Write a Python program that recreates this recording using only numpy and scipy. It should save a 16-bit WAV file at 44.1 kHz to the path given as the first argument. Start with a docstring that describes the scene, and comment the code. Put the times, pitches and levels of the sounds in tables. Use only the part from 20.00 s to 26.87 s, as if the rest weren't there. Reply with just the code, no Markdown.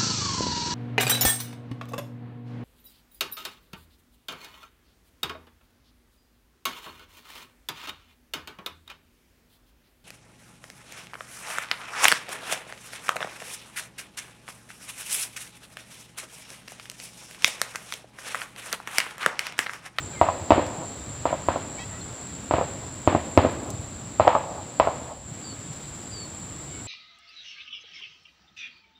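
"""Hollow plops and slaps on water, close by, as an angler works a lure in a narrow canal.
Each plop is a shaped pulse with a ringing air pocket and a fizz of spray. It comes back off a hard face
some 13 m away and, faintly, from the far trees; the loudest overload the microphone.
Shaped noise makes the insects high in the grass and the light breeze, with low pulses for its buffets.
A few birds call in gliding tones, and tackle ticks in short bursts of ringing noise."""
import sys
import numpy as np
from scipy import signal
from scipy.fft import rfft, irfft
from scipy.io import wavfile
from scipy.ndimage import uniform_filter1d

SR = 44100
rng = np.random.default_rng(int(sys.argv[2]) if len(sys.argv) > 2 else 0)


def transcribe(u):
    """Save the signal u as a 16-bit wav file named by the first command-line argument.

    u: samples, shape (n,) or (channels, n), limited to [-1, 1]; the rate is SR.
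    q: integer samples, one column per channel.
    """
    v = np.clip(np.atleast_2d(u).T, -1, 1)
    q = np.round(v * 32767).astype(np.int16)
    wavfile.write(sys.argv[1], SR, q)


N = 302967
TIME = np.arange(N) / SR

# every plop on the water: [t/s, relative strength/dB, bass change from heaved water/dB,
# treble change from the crack/dB, air pocket f/Hz, change of the far face's echo/dB]
PLOP_EVENTS = [(0.2139, -5.5, -5.5, -4.5, 700, 0), (0.5063, -8, 5.5, 2, 770, -2),
               (0.5098, -17.5, 2.5, 9.5, 1020, -3), (0.5199, -5, -8, -10, 720, -6.5),
               (1.2552, -13, -0.5, -5.5, 1000, 2.5), (1.4861, -11.5, -0.5, -3.5, 890, -0.5),
               (2.5105, -14, 0, -1.5, 620, 4.5), (2.5384, -13, 2, -4, 600, 4),
               (3.0755, -8, 6.5, -5, 1010, 4.5), (3.3756, -5, 6.5, 0.5, 566, -0.5),
               (4.1982, -6.5, -9.5, -8, 646, 2.5), (4.206, -13.5, 2, -3, 800, -14),
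               (4.2780, -4, -10.5, -0.5, 804, 2), (4.7993, -6, -7, 1.3, 710, 1)]


def amp(db):
    """Turns decibels into a gain."""
    return 10 ** (np.asarray(db) / 20)


def evened(x):
    """Scales a sound to an average (rms) level of 1."""
    return x / np.sqrt(np.mean(x ** 2) + 1e-20)


def read(points, hz):
    """Joins (f/Hz, value) points with straight lines on a log-frequency axis."""
    f, value = np.transpose(points)
    return np.interp(np.log(hz + 1), np.log(f + 1), value)


def add(mix, s, sound):
    """Lays a sound into the mix at time s, in seconds."""
    part = mix[max(round(s * SR), 0):][:len(sound)]
    part += sound[:len(part)]


def causal(db, size=4096):
    """Makes the sharpest-starting (minimum-phase) pulse that has this spectrum."""
    log_gain = np.log(amp(np.maximum(db, -100)))
    circle = np.concatenate([log_gain, log_gain[-2:0:-1]])
    spectrum = np.exp(np.conj(signal.hilbert(circle)))
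    return np.fft.ifft(spectrum).real[:size]


def noise(field, count, size):
    """Makes noise whose relative level in dB over time and frequency is field(t, hz)."""
    hop = size // 4
    t = np.arange(count // hop + 6)[:, None] * hop / SR
    hz = np.fft.rfftfreq(size, 1 / SR)
    shape = (len(t), len(hz))
    z = rng.standard_normal(shape) + 1j * rng.standard_normal(shape)
    shaped = (z * amp(field(t, hz))).T
    return signal.istft(shaped, nperseg=size, noverlap=size - hop)[1][:count]


def patches(t, hz, size):
    """Draws random ups and downs, smoothed over time and frequency, rms 1."""
    chance = rng.standard_normal((len(t), len(hz)))
    smooth_in_time = uniform_filter1d(chance, size, 0)
    return evened(uniform_filter1d(smooth_in_time, size, 1))


def lulls():
    """Gives the level change in dB over time of the insects and of the wash."""
    # one long lull of the insects alone, then a brief dip of both:
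    # [middle t/s, time from middle to 1/e of the depth/s, insects level/dB, wash level/dB]
    lull_table = [(4.55, 0.99, -2, 0), (5.208, 0.1, -4, -7.5)]
    return sum(np.outer(depths_db, np.exp(-((TIME - s) / half) ** 2))
               for s, half, *depths_db in lull_table)


def air(lumps_db=2, patchy_db=1, rumble_hz=300):
    """A smooth distant wash over the lumpy rumble of the breeze, which slowly dies down."""
    # colour of breeze and wash: [f/Hz, relative level per Hz/dB]
    air_colour = [(18, -55), (35, -33), (55, -9), (90, -0.5), (160, -4.5), (320, -9), (400, -13.5),
                  (650, -16), (1200, -19.5), (3000, -31), (4500, -29.5), (5200, -38), (6500, -32.5),
                  (9000, -58)]
    level_db, settle_db_per_s = -38.5, 0.44

    def field(t, hz):
        """The colour, with unevenness that is strongest in the bass."""
        uneven_db = patchy_db + lumps_db / (1 + (hz / rumble_hz) ** 2)
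        return read(air_colour, hz) + uneven_db * patches(t, hz, size=5)
    _, lull_db = lulls()
    return amp(level_db - settle_db_per_s * TIME + lull_db) * evened(noise(field, N, size=2048))


def insects(flutter_db=1.0, level_db=-41.5):
    """Many insects merge into a fluttering drone, strongest in one narrow band."""
    # colour of the chorus: [f/Hz, relative level per Hz/dB]
    chorus_colour = [(4000, -16.5), (6000, -22), (6700, -27), (6950, -12), (7200, 0), (7450, 2.5),
                     (7850, -3), (8020, -47), (8200, -22), (9400, -19.5), (10400, -41), (14000, -36),
                     (15300, -28.5), (16000, -43)]

    def field(t, hz):
        """The colour with random flutter."""
        return read(chorus_colour, hz) + flutter_db * patches(t, hz, size=5)
    lull_db, _ = lulls()
    return amp(level_db + lull_db) * evened(noise(field, N, size=512))


def scatter(count, late_t60=1.13, rise=0.00076):
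    """Dense reflections, energy set band by band: a quick decay off the banks, a slow one off the land."""
    # scatter from banks and reeds: [f/Hz, early level/dB, early time to fall 60 dB/s, late level/dB]
    scatter_bands = [(89, 3, 0.067, -6), (297, -16, 0.18, -5), (800, -5, 0.17, -9.5),
                     (2160, -4.5, 0.44, -15)]
    t, hz = np.arange(count) / SR, np.fft.rfftfreq(count, 1 / SR)
    white = rfft(rng.standard_normal(count))
    centres = np.transpose(scatter_bands)[0]
    out = np.zeros(count)
    # each share row fades one band into its neighbours
    for share, (_, early_db, t60, late_db) in zip(np.eye(len(scatter_bands)), scatter_bands):
        band = irfft(white * read(np.c_[centres, share], hz), count)
        early, late = (evened(np.exp(-np.log(1000) * t / d) * (1 - np.exp(-t / rise)))
                       for d in (t60, late_t60))
        out += band * np.hypot(amp(early_db) * early, amp(late_db) * late)
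    return out / np.sqrt(count)


def glide(length, first_hz, last_hz, waver):
    """Phase of a slightly unsteady bird note, and its soft-edged envelope."""
    count = round(length * SR)
    unsteady = 1 + waver * evened(uniform_filter1d(rng.standard_normal(count), size=200))
    pitch_hz = np.linspace(first_hz, last_hz, count) * unsteady
    return 2 * np.pi * np.cumsum(pitch_hz) / SR, signal.windows.tukey(count, .5)


def birds(wet_db=-12, sag_hz_per_s=3000):
    """Pure falling whistles and nasal calls rich in harmonics, some way off."""
    # whistles: [t/s, length/s, first f/Hz, level/dB]
    whistles = [(.15, .065, 2200, -44), (1.776, .025, 2290, -41), (2.01, 0.014, 4200, -42),
                (5.422, 0.13, 4770, -44), (6.099, 0.18, 4850, -40.5)]
    # nasal calls: [t/s, length/s, first f/Hz, last f/Hz, level/dB, brightness per harmonic/dB]
    squawks = [(0.124, .048, 810, 770, -48, -1), (1.778, 0.076, 620, 663, -42, .5),
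               (1.912, .09, 632, 660, -49.5, -9), (6.692, 0.14, 753, 722, -53, -1)]
    # colour given by the beak: [f/Hz, relative level/dB]
    beak_colour = [(700, -26), (1300, -8), (1950, 5.5), (2600, 0), (3300, -1), (4500, -7.5), (6000, -13),
                   (9000, -31)]
    out = np.zeros(N)
    for s, length, first_hz, db in whistles:
        phase, envelope = glide(length, first_hz, first_hz - sag_hz_per_s * length, waver=0.01)
        add(out, s, amp(db) * envelope * np.sin(phase))
    for s, length, first_hz, last_hz, db, bright_db in squawks:
        phase, envelope = glide(length, first_hz, last_hz, waver=0.017)
        voice = sum(amp(read(beak_colour, k * first_hz) + k * bright_db) * np.cos(k * phase)
                    for k in range(1, 12))
        add(out, s, amp(db) * envelope * evened(voice))
    return out + amp(wet_db) * signal.fftconvolve(out, scatter(count=32768))[:N]


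def taps(rows, count, jitter):
    """Single reflections; their delays differ a little (jitter, in s) from one plop to the next."""
    out = np.zeros(count)
    for delay, db in rows:
        shifted = delay + jitter * rng.standard_normal()
        out[abs(round(shifted * SR))] += amp(db)
    return out


def cluster(count, delay, spread):
    """A blurred echo of energy 1, centred on delay; both times in s."""
    t = np.arange(count) / SR
    blur = np.exp(-((t - delay) / spread) ** 2)
    return evened(rng.standard_normal(count) * blur) / np.sqrt(count)


def canal(echo_db, count=32768, dull_hz=1500, blur_db=-15, trees_db=-22, rough_db=0):
    """The paths from one plop to the microphone; the far echoes have lost their treble."""
    # single reflections off the near banks: [delay t/s, level/dB]
    near_rows = [(.00305, -9.5), (.0062, -15), (.018, -20)]
    # single reflections off the hard face: [delay t/s, relative level/dB]
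    face_rows = [(.0525, -16), (.066, -23.5), (.0733, -5.5), (.0853, -13)]
    face = taps(face_rows, count, jitter=0.00014)
    # the face is uneven, so part of each reflection arrives smeared over a few milliseconds
    smeared = signal.fftconvolve(face, cluster(count=512, delay=0.0017, spread=0.0032))[:count]
    face = (face + amp(rough_db) * smeared) / np.hypot(1, amp(rough_db))
    far = amp(echo_db) * (face + amp(blur_db) * cluster(count, delay=0.092, spread=0.024))
    far += amp(trees_db) * cluster(count, delay=0.31, spread=0.028)
    dull_far = signal.sosfilt(signal.butter(2, dull_hz, fs=SR, output="sos"), far)
    paths = taps(near_rows, count, jitter=.00005) + scatter(count) + dull_far
    paths[0] += 1  # the direct sound
    return paths


def plops(gain_db=25, heave_hz=420, crack_hz=1500, pocket_width_hz=230, pocket_db=1.5):
    """A slap pushes the water (bass), cracks its surface (treble) and traps air that rings briefly."""
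    # colour shared by all plops: [f/Hz, relative level/dB]
    plop_colour = [(35, -16), (82, 9), (180, 0), (295, 8.5), (440, 3.5), (540, 13), (650, 12), (800, 9.5),
                   (1020, 9), (1330, 1), (1520, -9.5), (2600, -10.5), (5000, -30), (10000, -57)]
    out, hz = np.zeros(N), np.fft.rfftfreq(8192, 1 / SR)
    low = 1 / (1 + (hz / heave_hz) ** 6)
    high = 1 - 1 / (1 + (hz / crack_hz) ** 6)
    for s, db, heave_db, crack_db, pocket_hz, echo_db in PLOP_EVENTS:
        pocket = 1 / (1 + ((hz - pocket_hz) / pocket_width_hz) ** 2)
        colour_db = read(plop_colour, hz) + heave_db * low + crack_db * high + pocket_db * pocket
        pulse = causal(colour_db)
        add(out, s, amp(db + gain_db) * signal.fftconvolve(pulse, canal(echo_db)))
    return out


def spray(t60=0.66, rise=0.002, grain_db=4):
    """Fine droplets fizz after each plop and thin out; harder, heavier plops throw more of them."""
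    # colour of the droplets: [f/Hz, relative level per Hz/dB]
    spray_colour = [(500, -14), (1500, 3), (2700, -4), (4200, -10), (5600, -25), (10000, -53)]
    base_db, db_per_strength_db, db_per_heave_db = -30, .5, 0.33
    out, t = np.zeros(N), np.arange(16384) / SR
    colour = causal(read(spray_colour, np.fft.rfftfreq(8192, 1 / SR)))
    envelope = (1 - np.exp(-t / rise)) * np.exp(-np.log(1000) * t / t60)
    for s, db, heave_db, *_ in PLOP_EVENTS:
        spray_db = base_db + db_per_strength_db * db + db_per_heave_db * heave_db
        # random boosts, at most five times grain_db, make the noise grainy
        grain = amp(grain_db * np.minimum(rng.exponential(1, len(t)), 5))
        drops = rng.standard_normal(len(t)) * grain
        fizz = evened(signal.fftconvolve(drops, colour)[:len(t)])
        add(out, s, amp(spray_db) * envelope * fizz)
    return out


def ticks(width_hz=2500):
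    """Tiny knocks and scrapes of tackle, each a burst of noise in one broad resonance."""
    # the clearest ones: [t/s, approximate peak level/dB, f/Hz, decay to 1/e/s]
    clear_ticks = [(0.666, -34, 4900, .004), (2.127, -40, 6000, .002), (3.525, -43, 9000, .003),
                   (3.703, -25, 6700, 0.0035), (5.337, -48, 5500, .015), (5.729, -42, 5500, 0.014)]
    out, t = np.zeros(N), np.arange(2048) / SR
    for s, db, hz, decay in [*clear_ticks, *fiddling()]:
        ring = signal.lfilter(*signal.iirpeak(hz, hz / width_hz, SR), rng.standard_normal(len(t)))
        # halving the rms puts the noise peaks nearer the listed level
        add(out, s, amp(db) * evened(ring) * np.exp(-t / decay) / 2)
    return out


def fiddling(count=11, decay_s=0.0084, spread_db=1):
    """Faint ticks strewn unevenly over each spell of handling the tackle."""
    # spells of rustling: [from t/s, to t/s, approximate peak level/dB, f/Hz]
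    spells = [(3.298, 3.822, -50.5, 10400), (5.7, 6.098, -45, 4400)]
    rustles = []
    for start, stop, db, hz in spells:
        for k in range(count):
            s = start + (stop - start) * (k + rng.random()) / count
            rustles.append((s, db + spread_db * rng.uniform(-1, 1), hz, decay_s))
    return rustles


def buffets(length=0.0354):
    """Soft buffets of the breeze: a few cycles of low pressure waves at the microphone."""
    # [middle t/s, peak level/dB, f/Hz]
    buffet_table = [(0.788, -33, 148), (1.78, -38, 100), (3.632, -32, 239), (3.745, -28.5, 112),
                    (3.8, -25.5, 99), (5.322, -29, 137), (5.708, -32, 135)]
    out, t = np.zeros(N), np.arange(0, length, 1 / SR)
    for s, db, hz in buffet_table:
        wave = np.sin(2 * np.pi * (hz * t + rng.random()))
        add(out, s - length / 2, amp(db) * np.hanning(len(t)) * wave)
    return out


def scene():
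    """Everything at one microphone."""
    return (plops() + spray() + air() + buffets() + insects() + birds() + ticks())[None]


def record(dry, edge_hz=15650):
    """The loudest plops clip; then a filter removes the highest treble."""
    clipped = np.clip(dry, -1, 1)
    lowpass = signal.firwin(511, edge_hz, window=("kaiser", 9), fs=SR)
    return signal.oaconvolve(clipped, lowpass[None], "same")


dry = scene()
out = record(dry)
transcribe(out)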